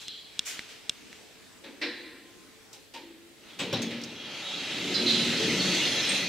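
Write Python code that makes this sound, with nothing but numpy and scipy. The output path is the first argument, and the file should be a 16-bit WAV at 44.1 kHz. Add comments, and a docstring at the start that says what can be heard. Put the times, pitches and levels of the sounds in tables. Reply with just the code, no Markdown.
"""A quiet stairwell landing: a hand-held camera clicks and a sleeve rustles while a lift arrives.
Air, cloth, rollers and door shoes are coloured noise; the clicks are sums of short decaying modes.
Brake and latches knock in the shaft, each band of the blow ringing away at its own speed, and panel modes
hum on as wavering tones. The sheet-metal doors then slide open: rollers rumble in the panels, guide shoes
rush along the sill, with pings and squeaks as narrow noise bursts."""
import sys
import numpy as np
from scipy import signal
from scipy.fft import rfft, irfft
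from scipy.io import wavfile
from scipy.ndimage import uniform_filter1d

SR = 44100
rng = np.random.default_rng(int(sys.argv[2]) if len(sys.argv) > 2 else 0)


def materialize(psi):
    """Save the field psi as 16-bit PCM at rate SR to the path in sys.argv[1].

    A 1-D psi becomes a single channel; in a 2-D psi each row is a channel.
    """
    bounded = np.clip(np.atleast_2d(psi).T, -1, 1)
    quanta = np.round(bounded * 32767).astype(np.int16)
    wavfile.write(sys.argv[1], SR, quanta)


N = 276992
TIME = np.arange(N) / SR  # s

# stereo width of the landing air and cloth: (frequency [Hz], side minus mid [dB])
AIR_WIDTH = [(60, -39), (110, -11), (200, -0.5), (380, -2), (700, -12), (1290, -11.5), (2380, -7.5),
             (4400, -6), (8120, -1), (15000, -2)]
# stereo width of the lift and the scrape: (frequency [Hz], side minus mid [dB])
LIFT_WIDTH = [(60, -16), (110, -23), (200, -24), (380, -19.5), (700, -17.5), (1290, -11.5), (2380, -11.5),
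              (4400, -8.5), (8120, -1), (15000, -10)]
# door-panel modes: (frequency [Hz], width [Hz], level over the surrounding noise [dB])
PANEL_MODES = [(128, 54, 7.5), (180, 12, 7.5), (231, 14.5, 7.5), (277.5, 14.5, 13.5), (314, 11, 13),
               (356, 8.3, 14.5), (475, 4.7, 9.5), (550, 51, 4)]


def amp(db):
    """Decibels to an amplitude factor."""
    return 10 ** (np.asarray(db) / 20)


def read(points, hz):
    """Value of a (frequency, value) curve, joined by straight lines over log frequency."""
    f, value = np.transpose(points)
    return np.interp(np.log(hz + 1), np.log(f + 1), value)


def curve(rows):
    """Columns at audio rate, and a gate that is open while the rows last, with 30 ms ramps."""
    s, *columns = np.transpose(rows)
    inside = np.minimum(TIME - s[0] + 1e-3, s[-1] - TIME + 1e-3)
    gate = np.clip(inside / 0.03, 0, 1)
    return [gate] + [np.interp(TIME, s, c) for c in columns]


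def modes(table, hz):
    """Gain of broad noise with resonances standing over it; their powers add."""
    peaks = sum((amp(2 * db) - 1) / (1 + (2 * (hz - f) / width) ** 2) for f, width, db in table)
    return np.sqrt(1 + peaks)


def band(hz, low_hz, high_hz):
    """Gain of a steep band-pass."""
    return 1 / np.sqrt((1 + (low_hz / (hz + 1)) ** 20) * (1 + (hz / high_hz) ** 20))


def sheet_metal(hz, depth_db):
    """The dense, uneven comb of modes of a steel panel: a random gain every 25 Hz."""
    return amp(depth_db * np.interp(hz, np.arange(640) * 25, rng.standard_normal(640)))


def noise(gain, width, size=N, patchy_db=0.):
    """Two-channel noise, rms 1 in the middle, with colour gain(hz), a stereo width and drifting patches."""
    # balance of the channels: (frequency [Hz], left minus right [dB])
    balance = [(60, -2), (110, 1.0), (200, 1), (380, 1.5), (700, 1.5), (1290, 0.0), (2380, 1), (4400, -1.5),
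               (8120, 2.0), (15000, -1.5)]
    hz, frames = np.fft.rfftfreq(4096, 1 / SR), size // 1024 + 6
    a, b, c, d = rng.standard_normal((frames, len(hz), 4), dtype=np.float32).T
    mid = a + 1j * b
    side = amp(read(width, hz))[:, None] * (c + 1j * d)
    lean = amp(read(balance, hz) / 2)[:, None]
    z = np.array([(mid + side) * lean, (mid - side) / lean]) * gain(hz)[:, None]
    if patchy_db:
        patches = rng.standard_normal(a.T.shape)
        patches = uniform_filter1d(patches, size=4, axis=0)  # smooth over time
        patches = uniform_filter1d(patches, size=40, axis=1).T  # smooth over frequency
        z = z * amp(patchy_db * patches / patches.std())
    x = signal.istft(z, nperseg=4096, noverlap=3072)[1][:, 1024:1024 + size]
    return x / np.sqrt(np.mean(x.mean(0) ** 2))


def travelling(gain, depth_db, patchy_db):
    """As the shoes travel, three combs of panel modes take their turn and fade into one another."""
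    cycle_s = 1.807
    total = 0
    for k in range(3):
        turn = np.cos(np.pi * (TIME / cycle_s + k / 3)) * np.sqrt(2 / 3)  # the powers sum to a constant
        comb = noise(lambda f: gain(f) * sheet_metal(f, depth_db), LIFT_WIDTH, patchy_db=patchy_db)
        total = total + turn * comb
    return total


def wavering(hz, drift_hz, size):
    """A tone of rms about 1 whose pitch and strength drift a little."""
    slow = uniform_filter1d(rng.standard_normal((2, size)), size=2000)
    pitch, strength = slow * np.sqrt(2000)  # back to a spread of about 1
    phase = 2 * np.pi * np.cumsum(hz + drift_hz * pitch) / SR
    return np.sqrt(2) * amp(2.5 * strength) * np.sin(phase)


def blow(t, rise, t60):
    """Envelope that builds up with a time constant and falls 60 dB in each t60."""
    return (1 - np.exp(-t / max(rise, 1e-4))) * amp(-60 * t / t60)


def add(mix, s, sound):
    """Lay a sound into the mix at s seconds, cut at the end of the mix."""
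    part = mix[:, round(s * SR):][:, :sound.shape[1]]
    part += sound[:, :part.shape[1]]


def landing():
    """Still room air as patchy noise with faint tones, over the hiss of the microphone."""
    # colour of the air: (frequency [Hz], density [dB per Hz])
    air_colour = [(15, -65), (25, -35), (92, -22.5), (236, -4.5), (331, -4.5), (373, -4.5), (453, -7.5),
                  (523, -11), (576, -10), (1030, -15.5), (1880, -11), (8000, -19), (10400, -26),
                  (17600, -120)]
    # slow swell of the air: (time [s], level [dB])
    air_level = [(0.0, -57.5), (0.7, -55), (1.8, -56.5), (2.2, -58), (2.55, -56.5), (3.05, -62.5),
                 (3.55, -57), (4.0, -57.5)]
    # faint tones: (frequency [Hz], level over the air [dB])
    tones = [(441, -11.5), (7950, -20.5)]
    # microphone self-noise: (frequency [Hz], density [dB per Hz])
    hiss_colour = [(20, 2), (100, 3.5), (1000, -12), (4000, -8.5), (8000, -19), (12000, -14.5),
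                   (15500, -20)]
    hiss_db = -61.5
    s, db = np.transpose(air_level)
    air = noise(lambda hz: amp(read(air_colour, hz)), AIR_WIDTH, patchy_db=2.5)
    air = air + sum(amp(tone_db) * wavering(hz, 2.65, N) for hz, tone_db in tones)
    hiss = noise(lambda hz: amp(read(hiss_colour, hz)), [(20, -2), (1000, 2.0), (15000, 0.0)])
    return air * amp(np.interp(TIME, s, db)) + amp(hiss_db) * hiss


def sleeve():
    """Cloth rubs near the microphone: a wide swish, a top that dulls as a stroke slows, a hollow scrape."""
    # (time [s], level [dB], rise time constant [s], t60 [s], level of the top at the start [dB over the swish])
    strokes = [(0, -46.5, 0.0085, 0.48, -1.5), (.27, -45.5, 0.17, 3.1, -13), (0.451, -35.5, 0.02, 0.71, 3),
               (.68, -43.5, 0.019, 0.44, -5.5), (.85, -55.5, 0.04, 2.6, -13), (1.1, -53, 0.022, 0.89, -5)]
    # resonances of the scrape: (frequency [Hz], width [Hz], level over broad noise [dB])
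    scrape_modes = [(3300, 230, 22), (4050, 230, 22.5)]
    dulling_db_per_s, dullest_db = 77, -14
    scrape_s, scrape_db, scrape_rise_s, scrape_t60_s = 0.069, -38.5, 0.02, 0.93
    lead_in_db = -49.5  # a soft steady rub ahead of the scrape
    size = 2 * SR
    t = TIME[:size]

    def body_colour(f):
        return band(f, 1360, 5800) * modes([(2900, 1600, 8.0)], f) + 0.67 * band(f, 530, 1180)

    def bright_colour(f):
        tilt = amp(-8 * np.log2(f / 7000 + 1e-3))  # falls 8 dB per octave
        return band(f, 5000, 15000) * tilt * modes([(7100, 1600, 7.6)], f)

    body = noise(body_colour, AIR_WIDTH, size=size)
    bright = noise(bright_colour, AIR_WIDTH, size=size)
    scrape = noise(lambda f: band(f, 2700, 5400) * modes(scrape_modes, f), LIFT_WIDTH, size=size)
    body_power, bright_power = np.zeros((2, size))
    for s, db, rise, t60, bright_db in strokes:
        age = np.maximum(t - s, 0)
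        power = (amp(db) * blow(age, rise, t60)) ** 2
        top_db = np.maximum(bright_db - dulling_db_per_s * age, dullest_db)
        body_power = body_power + power
        bright_power = bright_power + power * amp(2 * top_db)
    age = np.maximum(t - scrape_s, 0)
    rub = amp(scrape_db) * blow(age, scrape_rise_s, scrape_t60_s)
    rub = rub + amp(lead_in_db) * np.exp(-age / scrape_rise_s)
    out = np.sqrt(body_power) * body + np.sqrt(bright_power) * bright + rub * scrape
    return np.pad(out, ((0, 0), (0, N - size)))


def shell_ring(table):
    """A snap swells and dies in short modes, with a faint rebound; peak 1."""
    t = np.arange(1200) / SR
    ring = 0
    for k, (hz, width, db) in enumerate(table):
        age = np.pi * width * t  # in decay times of the mode
        swell = width * age * np.exp(-age)
        ring = ring + (-1) ** k * amp(db) * swell * np.sin(2 * np.pi * hz * t)
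    ring = ring + 0.16 * np.pad(ring, (175, 0))[:len(t)]  # rebound 4 ms later
    return ring / abs(ring).max()


def clicks():
    """Dry snaps of the camera shell right at the microphone, blending a bright and a dull ring."""
    # (time [s], level [dB], share of the duller ring [0-1])
    snaps = [(0.0817, -21.5, 0.16), (0.3924, -10.5, 0), (0.5926, -17.5, 0.83), (0.895, -10, 0.08),
             (1.1287, -29, 0.72)]
    # modes of the bright ring: (frequency [Hz], width [Hz], level [dB])
    bright_modes = [(193, 360, -13), (1580, 480, -15.5), (2380, 230, -10), (2820, 280, -2), (3410, 270, 5),
                    (3910, 530, 1), (5140, 380, -2), (5540, 400, -7), (6300, 730, -7.5), (7380, 850, -12),
                    (8410, 920, -10), (10850, 1200, -23), (13200, 950, -26), (14800, 1200, -38)]
    # modes of the dull ring: (frequency [Hz], width [Hz], level [dB])
    dull_modes = [(190, 870, -6.5), (2010, 680, 4.5), (2600, 370, -7), (2800, 270, -7), (3930, 780, 1),
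                  (5640, 600, -13), (8350, 900, -19)]
    out, bright, dull = np.zeros((2, N)), shell_ring(bright_modes), shell_ring(dull_modes)
    pan = amp([[-.5], [.5]])  # a little to the right
    for s, db, share in snaps:
        share = np.clip(share, 0, 1)
        add(out, s, amp(db) * pan * ((1 - share) * bright + share * dull))
    return out


def hums():
    """Single door-panel modes, set going by a blow or by the rollers, that sing on as tones."""
    # (time [s], level [dB], frequency [Hz], time the mode is driven [s])
    singing = [(1.634, -54, 333, .03), (1.816, -37.5, 305, 0.009), (1.83, -50.5, 490, 0.058),
               (1.91, -69.5, 1040, 0.45), (2.949, -54, 337, 0.23), (3.737, -43, 782, .01),
               (3.739, -39, 231.7, 0.18), (4.9, -41, 361, 0.3), (4.996, -34, 234.3, 0.23),
               (5.362, -38, 442.4, .11), (5.53, -35.5, 189, .13), (6.1, -41, 190.4, 0.08)]
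    rise_per_hold = 0.14
    t60_base_s, t60_per_hold = 0.21, 4.4  # the longer a mode is driven, the longer it dies
    out, t = np.zeros((2, N)), np.arange(SR) / SR
    for s, db, hz, hold in singing:
        rise, t60 = rise_per_hold * hold, t60_base_s + t60_per_hold * hold
        shape = (1 - np.exp(-t / rise)) * amp(-60 * np.maximum(t - hold, 0) / t60)
        level = amp(db + np.array([[.5], [-.5]]))  # a little to the left
        add(out, s, level * shape * wavering(hz, 3., SR))
    return out


def knocks():
    """Each blow arrives already smeared by the shaft; every band dies at its own speed."""
    # (time [s], level [dB], clank [dB], boom [dB], treble [dB], rise [s]); bands are relative to the level
    blows = [(1.638, -43, -3.5, 4.5, -9, 0.011), (1.8154, -31, 2.5, 1.5, -9, 0.011),
             (2.7306, -46, -19, -7.5, 5.5, 0.006), (2.938, -36, -10.5, -2.5, -3, .014),
             (3.590, -22.5, -13.5, -2.5, -6.5, 0.016), (3.728, -28, -24, 1.5, -9.5, 0.004),
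             (3.819, -34, -8, -18, 0, 0.0052), (3.9053, -31.5, -5.5, -8, -8, .02),
             (4.015, -46, -11, -18, -3, .002), (4.036, -54, -10, -15, 9.5, 0.0016)]
    # lead, low clank, high clank, boom, hollow, treble, sizzle: (low edge [Hz], high edge [Hz])
    bands = [(2450, 3600), (1620, 2450), (3600, 4500), (60, 620), (620, 1620), (4500, 9500), (9500, 16000)]
    # base decay time of each of those bands, scaled below: (t60 [s])
    band_t60 = [0.83, 0.8, 0.84, 1.19, 0.77, 0.25, 0.23]
    # colour of a blow: (frequency [Hz], density [dB per Hz])
    blow_colour = [(35, -60), (60, -17), (110, -0.5), (300, -0.5), (515, 0), (640, -18.5), (950, -16),
                   (1300, -23), (1750, -17), (2200, -14.5), (2700, -15.5), (4000, -11.5), (5700, -11),
                   (9800, -23.5), (16000, -19)]
    lead_db, hollow_db, sizzle_db = -5.5, -7, -13.5  # set off from the level, boom and treble
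    latch_s = 3.3  # until then blows come from up the shaft and are thin; later latches at the landing go deeper
    far_boom_hz, near_boom_hz = 220, 100  # low cut
    far_high_clank_db, near_high_clank_db = -5, -7  # against the low clank
    ring_out = 0.73  # scales every decay
    crack_db, crack_loss_db_per_s = 12.5, 2000  # only quick blows crack
    out, t = np.zeros((2, N)), np.arange(SR) / SR
    for s, db, clank_db, boom_db, treble_db, rise in blows:
        near = s > latch_s
        boom_hz = near_boom_hz if near else far_boom_hz
        high_db = near_high_clank_db if near else far_high_clank_db

        def metal_colour(f):
            return amp(read(blow_colour, f)) * modes(PANEL_MODES, f) * band(f, boom_hz, SR) * sheet_metal(f, 2.6)

        colour_db = [lead_db, clank_db, clank_db + high_db, boom_db, boom_db + hollow_db,
                     treble_db, treble_db + sizzle_db]
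        z = rfft(noise(metal_colour, LIFT_WIDTH, size=SR))
        hz = np.arange(z.shape[1])  # one second of noise, so bins are 1 Hz apart
        for (low, high), t60, rel_db in zip(bands, band_t60, colour_db):
            ring = irfft(z * band(hz, low, high), SR)
            slow = rise * (1 + 200 / low)  # bass builds up later
            landing_tail = blow(t, slow, t60 * ring_out * 0.27)
            shaft_tail = 0.22 * blow(t, slow, t60 * ring_out * 2.09)
            add(out, s - .002, amp(db + rel_db) * (landing_tail + shaft_tail) * ring / ring.mean(0).std())
        crack = irfft(z * band(hz, 5300, 6700), SR)  # the direct snap of metal
        snap_db = db + treble_db + crack_db - crack_loss_db_per_s * rise
        add(out, s, amp(snap_db) * blow(t, .0004, .018) * crack / crack.std())
    return out


def squeaks():
    """Metal pings and shoes catching on the sill: narrow noise bursts that ring out in the stairwell."""
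    # (time [s], level [dB], frequency [Hz], width [Hz], t60 [s], left minus right [dB])
    bursts = [(1.82, -41, 1870, 300, 1.1, -1), (1.82, -40, 4000, 350, 0.81, 0),
              (1.82, -42, 5200, 500, .35, -5), (2.94, -43, 914, 71, 0.36, 0),
              (3.494, -51, 3380, 600, 0.45, 0), (3.593, -40, 7760, 250, 0.15, 11),
              (3.598, -46, 6660, 200, .25, 0), (3.728, -37, 5510, 203, .2, -4),
              (3.73, -50, 13600, 1500, 0.09, 0), (3.818, -40.5, 6470, 150, 0.2, 0),
              (3.735, -31, 3860, 500, 0.22, 2), (4.036, -34.5, 5370, 1800, 0.06, -2.5),
              (4.15, -43.5, 3300, 200, 0.99, 1), (4.419, -38.5, 3820, 90, 2, -2),
              (4.941, -23.5, 4045, 250, 0.43, -1), (4.94, -26.5, 4760, 900, 0.24, -5),
              (5.059, -21, 4030, 300, 0.74, -1), (5.061, -23, 3820, 1480, 0.81, -4),
              (5.58, -29, 4410, 307, 0.74, -1), (5.798, -27, 2850, 250, 0.45, 0),
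              (5.95, -32.5, 3940, 300, 1.5, 1), (6.002, -35.5, 5330, 200, 0.68, -7),
              (6.087, -31.5, 8500, 110, 0.19, 6)]
    rise_share = 0.021  # rise time constant as a share of the t60
    out, t = np.zeros((2, N)), np.arange(SR // 2) / SR
    fade = signal.windows.tukey(2 * len(t), .2)[len(t):]  # closes the last 0.1 s
    for s, db, squeak_hz, width, t60, pan_db in bursts:
        rub = noise(lambda f: 1 / (1 + (2 * (f - squeak_hz) / width) ** 2),
                    [(20, -16), (16000, -10.5)], size=len(t))
        level = amp(db + np.array([[pan_db], [-pan_db]]) / 2)
        add(out, s, level * blow(t, rise_share * t60, t60) * fade * rub)
    return out


def doors():
    """Rollers shake the panels; shoes rub the sill and excite its resonances."""
    # doors in motion: (time [s], rush of the shoes [dB], rumble of the rollers [dB])
    slide = [(3.36, -70, -68), (3.5, -51.5, -63), (3.65, -56, -46), (3.77, -37, -37), (3.85, -45, -39),
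             (3.98, -46, -45.5), (4.18, -45, -48.5), (4.37, -39, -52.5), (4.76, -34.5, -41),
             (4.99, -32, -32), (5.12, -30.5, -34.5), (5.59, -29.5, -32), (5.74, -27.5, -34),
             (6.02, -30, -37), (6.17, -28, -39.5), (6.28, -34, -39)]
    # colour of the shoes, also for the drone: (frequency [Hz], density [dB per Hz])
    rush_colour = [(290, -37), (500, -15), (560, -3), (695, -7.5), (1280, -9.5), (1860, -3.5), (3210, -1),
                   (3550, -2.5), (4070, -0.5), (4770, -6.5), (6260, -9), (7500, -15.5), (9750, -51),
                   (16500, -120)]
    # colour of the rollers: (frequency [Hz], density [dB per Hz])
    rumble_colour = [(35, -56), (60, -11), (182, 7.5), (210, 7), (363, 2), (398, 9), (450, 5.5),
                     (700, -4.5), (910, -34), (1540, -120)]
    # colour of the fizz: (frequency [Hz], density [dB per Hz])
    fizz_colour = [(3820, -25), (6500, -2.5), (7630, -6), (9570, -15), (11400, -18), (13700, -20),
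                   (15800, -32)]
    # resonances of the sill: (frequency [Hz], width [Hz], level over the rush [dB])
    sill_modes = [(2620, 410, 3), (3184, 140, 3.5), (3930, 490, 2), (5110, 36, 2), (5170, 60, 2.5),
                  (6300, 80, 7), (9800, 200, 8)]
    full_rush_db = -30.5
    full_drone_db, drone_follows = -43.5, .75  # level at full rush, dB per dB of rush
    full_fizz_db, fizz_follows = -47, 1.4  # the same for the fizz
    gap_s, gap_opens_s, shut_fizz_db = 4.2, 0.16, -12  # shut doors muffle the fizz until the gap opens
    wide_open_s, top_hz, top_shut_db = 5.6, 4600, -2.5  # the top of the rush clears slowly as the gap widens

    gate, rush_db, rumble_db = curve(slide)
    gate = np.maximum(gate, TIME > 6)  # still sliding at the end
    shut = np.clip(1 - (TIME - gap_s) / gap_opens_s, 0, 1)
    drone_db = full_drone_db + drone_follows * (rush_db - full_rush_db)
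    fizz_db = full_fizz_db + fizz_follows * (rush_db - full_rush_db) + shut_fizz_db * shut

    def drone_gain(f):
        return amp(read(rush_colour, f)) * band(f, 450, 1455) * sheet_metal(f, 3.45)

    def rush_gain(f):
        return amp(read(rush_colour, f)) * modes(sill_modes, f) * band(f, 1520, 6700)

    def fizz_gain(f):
        return amp(read(fizz_colour, f)) * modes(sill_modes, f) * band(f, 6380, 17000) * sheet_metal(f, 1.4)

    rumble = noise(lambda f: amp(read(rumble_colour, f)) * modes(PANEL_MODES, f), LIFT_WIDTH, patchy_db=1.5)
    drone = noise(drone_gain, LIFT_WIDTH, patchy_db=0.5)
    rush = travelling(rush_gain, depth_db=4.0, patchy_db=2.4)
    top = signal.sosfiltfilt(signal.butter(4, top_hz, "high", fs=SR, output="sos"), rush)
    top_db = np.interp(TIME, [gap_s, wide_open_s], [top_shut_db, 0])
    rush = rush + (amp(top_db) - 1) * top
    fizz = noise(fizz_gain, LIFT_WIDTH, patchy_db=2.0)
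    judder = uniform_filter1d(rng.standard_normal(N), size=300)  # the grip of the shoes flickers
    judder = amp(0.35 * judder / judder.std())
    shoes = judder * (amp(rush_db) * rush + amp(fizz_db) * fizz)
    return gate * (amp(rumble_db) * rumble + amp(drone_db) * drone + shoes)


def scene():
    """All the layers, summed."""
    return landing() + sleeve() + clicks() + hums() + knocks() + squeaks() + doors()


def record(dry):
    """The small microphone drops the deepest bass; then a steep low-pass limits the band."""
    edge_hz = 15780
    thin = signal.sosfilt(signal.butter(1, 70, "high", fs=SR, output="sos"), dry)
    low_pass = signal.firwin(511, edge_hz, window=("kaiser", 10), fs=SR)
    return signal.oaconvolve(thin, low_pass[None], "same")


dry = scene()
out = record(dry)
materialize(out)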